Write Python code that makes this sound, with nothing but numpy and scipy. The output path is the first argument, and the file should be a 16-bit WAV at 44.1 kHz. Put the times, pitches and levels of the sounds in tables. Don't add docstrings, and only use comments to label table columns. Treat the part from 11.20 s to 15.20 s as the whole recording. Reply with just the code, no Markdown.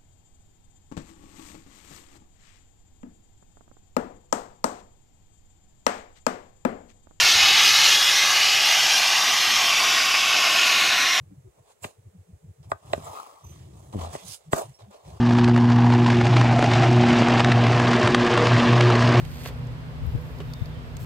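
import sys
import numpy as np
from scipy import signal
from scipy.fft import rfft, irfft
from scipy.io import wavfile
from scipy.ndimage import uniform_filter1d

SR = 44100
rng = np.random.default_rng(int(sys.argv[2]) if len(sys.argv) > 2 else 0)


def pcm_store(signal):
    levels = np.round(np.clip(np.atleast_2d(signal), -1, 1) * 32767)
    wavfile.write(sys.argv[1], SR, levels.astype(np.int16).T)


N = 176400
T, HZ = np.arange(N) / SR, np.fft.rfftfreq(N, 1 / SR)
FLUTTER_HZ, ROUGHNESS_HZ = 58, 220
BODY_SAME, RASP_SAME, FIZZ_SAME = 0.87, 0.41, 0.2
BUMP_WIDTH_S = .014

# frequency in Hz, spectral level in dB.
SHOE_BODY = [(150, -28), (290, -13), (420, -6), (500, -5.5), (660, -1), (850, -6.5), (1100, -8),
             (1290, -13), (1500, -20), (3000, -59)]
# centre in seconds, pitch in Hz, level in dB.
HANDLING_BUMPS = [(.02, 125, -46), (.078, 100, -45), (.128, 190, -51), (.125, 290, -53), (.185, 140, -46),
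                  (.265, 100, -45.5), (.275, 375, -54), (.405, 110, -51), (.648, 95, -45), (.8, 105, -52),
                  (.874, 100, -44), (.96, 180, -52), (1.0, 95, -46), (1.1, 175, -50), (1.145, 92, -44),
                  (1.25, 155, -48), (1.297, 98, -43), (1.405, 138, -47), (1.475, 105, -43),
                  (1.538, 100, -43), (1.785, 105, -41), (2.945, 140, -44), (3.05, 180, -50),
                  (3.1, 110, -45), (3.29, 155, -45), (3.455, 120, -46), (3.5, 135, -43), (3.63, 105, -45),
                  (3.69, 200, -52)]


def amp(db):
    return 10 ** (np.asarray(db) / 20)


def unit(x):
    return x / np.sqrt(np.mean(x ** 2) + 1e-20)


def read(points, hz):
    f, value = np.transpose(points)
    return np.interp(np.log(hz + 1), np.log(f + 1), value)


def colour(x, spectrum):
    return unit(irfft(rfft(x) * amp(read(spectrum, HZ)), N))


def wander(hz):
    return unit(irfft(rfft(rng.standard_normal(N)) / (1 + (HZ / hz) ** 4), N))


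def pair(x, same):
    return np.array([same * x[1] + np.sqrt(1 - same ** 2) * x[0], x[1]])


def add(mix, start, sound):
    part = mix[max(round(start * SR), 0):][:len(sound)]
    part += sound[:len(part)]


def envelope(start, hold, rise, fall):
    away = np.maximum(start - T, 0) / rise + np.maximum(T - start - hold, 0) / fall
    return amp(-20 * away.clip(0, 10))


def friction(spectrum, same):
    catches_per_s, spread_db, catch_share, patch_db = 2500, 3.5, 0.34, 2.4
    sizes = amp(spread_db * np.minimum(rng.exponential(1, N), 4))
    caught = rng.random(N) < catches_per_s / SR
    catches = unit(sizes * caught * rng.standard_normal((2, N)))
    drive = np.sqrt(catch_share) * catches + np.sqrt(1 - catch_share) * rng.standard_normal((2, N))
    frames = signal.stft(pair(drive, same), nperseg=512)[2]
    patches = uniform_filter1d(rng.standard_normal(frames.shape[1:]), size=5, axis=0)
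    patches = unit(uniform_filter1d(patches, size=10, axis=1))
    patchy = signal.istft(frames * amp(patch_db * patches), nperseg=512)[1][:, :N]
    return colour(patchy, spectrum)


def thread_strokes():
    # start of the hold, hold, rise and fall in seconds, then body, rasp and fizz in dB.
    strokes = [(0.381, .018, 0.094, 0.013, -58, -76, -73), (0.498, 0.016, 0.089, 0.04, -59, -65.5, -64.5),
               (0.635, 0.016, .018, 0.07, -44, -50, -45.5), (1.43, .012, .004, .05, -58, -64, -67),
               (1.502, .02, .015, .03, -55, -70, -57), (1.735, 0.06, 0.17, 0.093, -47, -58.5, -56),
               (1.857, 0.12, .1, 0.3, -47, -54, -55), (2.33, 0.07, 0.3, 0.23, -61, -61, -64),
               (2.564, 0.13, 0.15, 0.3, -58.5, -69, -64.5), (2.728, 0.04, 0.006, 0.025, -50, -57, -59),
               (2.795, 0.055, 0.052, 0.12, -41.5, -49.5, -52.5),
               (2.929, 0.034, 0.036, 0.024, -41.5, -47.5, -48), (2.96, 0.031, 0.032, 0.3, -51, -54, -54),
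               (3.326, 0.028, 0.013, 0.047, -39, -47.5, -42.5),
               (3.366, 0.034, 0.018, 0.044, -29, -45.5, -39), (3.412, .02, 0.035, 0.15, -54, -56, -55),
               (3.591, .01, .007, .12, -52, -60, -68), (3.712, .035, .012, .13, -49.5, -62, -66),
               (3.863, 0.05, 0.06, 0.3, -48.5, -60, -61.5)]
    # frequency in Hz, spectral level in dB.
    rasp_colour = [(700, -39), (1400, -3.5), (3300, 1.5), (4500, -2), (7500, -6), (12000, -40)]
    fizz_colour = [(3000, -27), (5500, -6.5), (7700, 2), (8800, 0), (10500, -5.5), (12500, -9),
                   (16000, -13.5)]
    power = np.zeros((3, N))
    for start, hold, rise, fall, body_db, rasp_db, fizz_db in strokes:
        power += (amp([[body_db], [rasp_db], [fizz_db]]) * envelope(start, hold, rise, fall)) ** 2
    body, rasp, fizz = np.sqrt(power) * amp(1.33 * wander(FLUTTER_HZ))
    return (body * friction(SHOE_BODY, BODY_SAME)
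            + rasp * friction(rasp_colour, RASP_SAME)
            + fizz * friction(fizz_colour, FIZZ_SAME))


def thread_drag():
    # frequency in Hz, spectral level in dB.
    drag_colour = [(450, -30), (800, -2), (1230, 0), (1650, -30)]
    rasp = unit(friction(drag_colour, BODY_SAME) * amp(3 * wander(ROUGHNESS_HZ)))
    return amp(-41.5) * envelope(start=1.875, hold=.12, rise=.1, fall=.26) * rasp


def thread_swish():
    # frequency in Hz, spectral level in dB.
    swish_colour = [(2000, -13), (4300, -2), (8000, 0), (11000, -4), (16000, -19)]
    swell = amp(-40.5) * envelope(start=3.08, hold=.07, rise=.055, fall=.036)
    return swell * friction(swish_colour, FIZZ_SAME)


def thread_squeaks():
    # start and length in seconds, pitch in Hz, level in dB, octave against the note in dB.
    squeaks = [(2.225, .22, 6140, -55, -6), (3.537, .055, 5512, -55, -12)]
    out = np.zeros(N)
    for start, length, hz, db, octave_db in squeaks:
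        phase = 2 * np.pi * np.cumsum(hz * (1 + 0.0058 * wander(hz=250))) / SR
        arch = np.sin(np.pi * np.clip((T - start) / length, 0, 1) ** .55) ** 2
        note = np.sin(phase) + amp(octave_db) * np.sin(2 * phase)
        out += amp(db + 4 * wander(hz=50)) * arch * note
    return out


def thread_judder():
    # time in seconds, slips per second, level in dB, treble roll-off in Hz.
    course = [(2.729, 104, -51, 450), (2.75, 113, -28.5, 500), (2.778, 90, -30.5, 420),
              (2.799, 85, -34, 120), (2.875, 80, -37.5, 100), (2.91, 87, -43, 100)]
    times, rate, db, rolloff_hz = np.transpose(course)
    on = (T > times[0]) & (T < times[-1])
    hz = np.interp(T, times, rate) * (1 + .07 * wander(FLUTTER_HZ))
    phase = 2 * np.pi * np.cumsum(hz * on) / SR
    harmonic = np.arange(1, 9)[:, None]
    weight = harmonic ** -.7 / (1 + (harmonic * hz / np.interp(T, times, rolloff_hz)) ** 10) ** .5
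    slips = (weight * np.cos(harmonic * phase)).sum(0) / np.sqrt((weight ** 2).sum(0) / 2)
    bursts = rng.standard_normal(N) * on * np.maximum(np.cos(phase), 0) ** 2
    crackle = colour(bursts, SHOE_BODY) * np.sqrt(on.mean())
    roughness = 1 + .3 * wander(ROUGHNESS_HZ)
    return on * amp(np.interp(T, times, db)) * slips * roughness + amp(-45) * crackle


def awl_snaps():
    # start in seconds, level in dB, then thud, clack and tick in dB, which tint the ring.
    snaps = [(0.6426, -30, -1, 1, 10), (0.6475, -34, 14, -4, 12), (1.517, -18.5, -3.5, 6, -2),
             (1.7333, -10, -10, -12.5, -6), (1.7765, -35, 20, -8, -12), (2.9505, -22, 1, -17, -10),
             (3.3311, -13, 9.5, 2.5, -1)]
    # frequency in Hz, level in dB, seconds to fall 60 dB.
    modes = [(146.4, -15.5, 0.055), (255, -14.5, 0.04), (405, -6, 0.045), (563, -2, 0.034),
             (660, 2.5, 0.03), (850, -4, 0.028), (1063, -3, 0.023), (1236, -4.5, 0.027),
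             (1523, -5.5, 0.042), (1943, -6, 0.019), (2610, -7.5, 0.01), (3900, -14, .01)]
    thud_hz, clack_hz, tick_hz = 290, 1210, 2130
    crack_decay_s, crack_top_hz = 0.0017, 4200
    out, t = np.zeros(N), np.arange(SR // 5) / SR
    for start, db, thud_db, clack_db, tick_db in snaps:
        tint = [(thud_hz, thud_db), (2 * thud_hz, 0), (clack_hz, clack_db), (tick_hz, tick_db)]
        ring = sum((-1) ** k * amp(level + read(tint, hz) - 60 * t / t60) * np.sin(2 * np.pi * hz * t)
                   for k, (hz, level, t60) in enumerate(modes))
        burst = np.exp(-t / crack_decay_s) * rng.standard_normal(len(t))
        crack = signal.lfilter(*signal.butter(5, crack_top_hz, fs=SR), burst)
        add(out, start, amp(db) * (ring + amp(tick_db - .5) * crack))
    return out


def zips_and_clicks():
    # centre in seconds, half length in seconds, level in dB.
    bursts = [(0.64, 0.011, -43), (1.5185, .002, -42), (1.7355, .005, -42), (1.851, 0.012, -48.5),
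              (3.332, 0.0058, -32)]
    # frequency in Hz, spectral level in dB.
    resonance = [(6200, -24), (7300, 2), (7900, 0), (8600, -12), (15000, -20)]
    swells = sum(amp(db) * np.exp(-((T - centre) / half) ** 2 / 2) for centre, half, db in bursts)
    return swells * friction(resonance, FIZZ_SAME)


def handling_bumps():
    out, t = np.zeros(N), np.arange(-SR // 10, SR // 10) / SR
    for centre, hz, db in HANDLING_BUMPS:
        glide_hz_per_s = 900 * rng.standard_normal()
        cycles = hz * t + glide_hz_per_s * t ** 2 / 2 + rng.random()
        bump = amp(db) * np.exp(-(t / BUMP_WIDTH_S) ** 2 / 2) * np.cos(2 * np.pi * cycles)
        add(out, centre + t[0], bump[t >= -centre])
    return np.sqrt(2) * out * (1 + .25 * wander(FLUTTER_HZ))


def handling_rumble():
    # start and hold in seconds, level in dB.
    moves = [(1.65, .26, -48), (2.25, .46, -45.5), (3.87, .09, -43)]
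    # frequency in Hz, spectral level in dB.
    rumble_colour = [(45, -22), (82, 0), (140, -5), (240, -25), (360, -17), (480, -33), (1500, -90)]
    long = sum(amp(db) * envelope(start, hold, rise=.03, fall=.03) for start, hold, db in moves)
    short = sum(amp(db - 9) * np.exp(-((T - centre) / (2 * BUMP_WIDTH_S)) ** 2)
                for centre, _, db in HANDLING_BUMPS)
    return (long + short) * colour(rng.standard_normal(N), rumble_colour)


def room_reflections(x):
    delay_s, t60_s = 0.0047, 0.14
    t = np.arange(SR // 3) / SR
    taps = rng.standard_normal((2, len(t))) * (rng.random((2, len(t))) < .08)
    taps *= (t > delay_s) * amp(-60 * t / t60_s)
    taps /= np.linalg.norm(taps, axis=1, keepdims=True)
    return amp(-16.5) * signal.fftconvolve(x[None], taps, axes=1)[:, :N]


def room_tone():
    # frequency in Hz, spectral level in dB.
    room_colour = [(100, 0), (310, -17), (430, 5), (600, -2), (1000, -10), (2000, -15), (5000, -21),
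                   (7800, -13), (10000, -19.5), (16000, -24)]
    return amp(-65.3) * colour(pair(rng.standard_normal((2, N)), same=0.32), room_colour)


def scene():
    hits = awl_snaps() + thread_judder()
    background = room_tone() + room_reflections(hits)
    stitching = thread_strokes() + thread_drag() + thread_swish() + zips_and_clicks() + thread_squeaks()
    return stitching + hits + handling_bumps() + handling_rumble() + background


def record(dry):
    # frequency in Hz, left minus right in dB.
    balance = [(190, 0.5), (310, 3.5), (430, 10.5), (540, -1), (660, -10), (850, 3.5), (1100, 11.5),
               (1400, 5), (2000, -5), (4000, -2.5), (7600, -12), (10000, -5.5), (13000, -6.5)]
    # frequency in Hz, lead of the left in radians.
    phase = [(90, -0.2), (190, -0.35), (330, -1.4), (700, -1.6), (1120, -1.4), (2930, -8.5), (5170, -8),
             (13000, -23.5)]
    low_cut_hz, high_cut_hz = 46, 15900
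    ratio, lead = amp(read(balance, HZ)), read(phase, HZ)
    ports = np.array([ratio * np.exp(.5j * lead), np.exp(-.5j * lead)]) / np.sqrt((1 + ratio ** 2) / 2)
    low_cut = signal.freqs(*signal.butter(4, low_cut_hz, 'high', analog=True), HZ)[1]
    high_cut = signal.firwin(511, high_cut_hz, window=("kaiser", 9), fs=SR)
    heard = irfft(rfft(dry) * ports * low_cut, N)
    return signal.oaconvolve(heard, high_cut[None], "same")


dry = scene()
out = record(dry)
pcm_store(out)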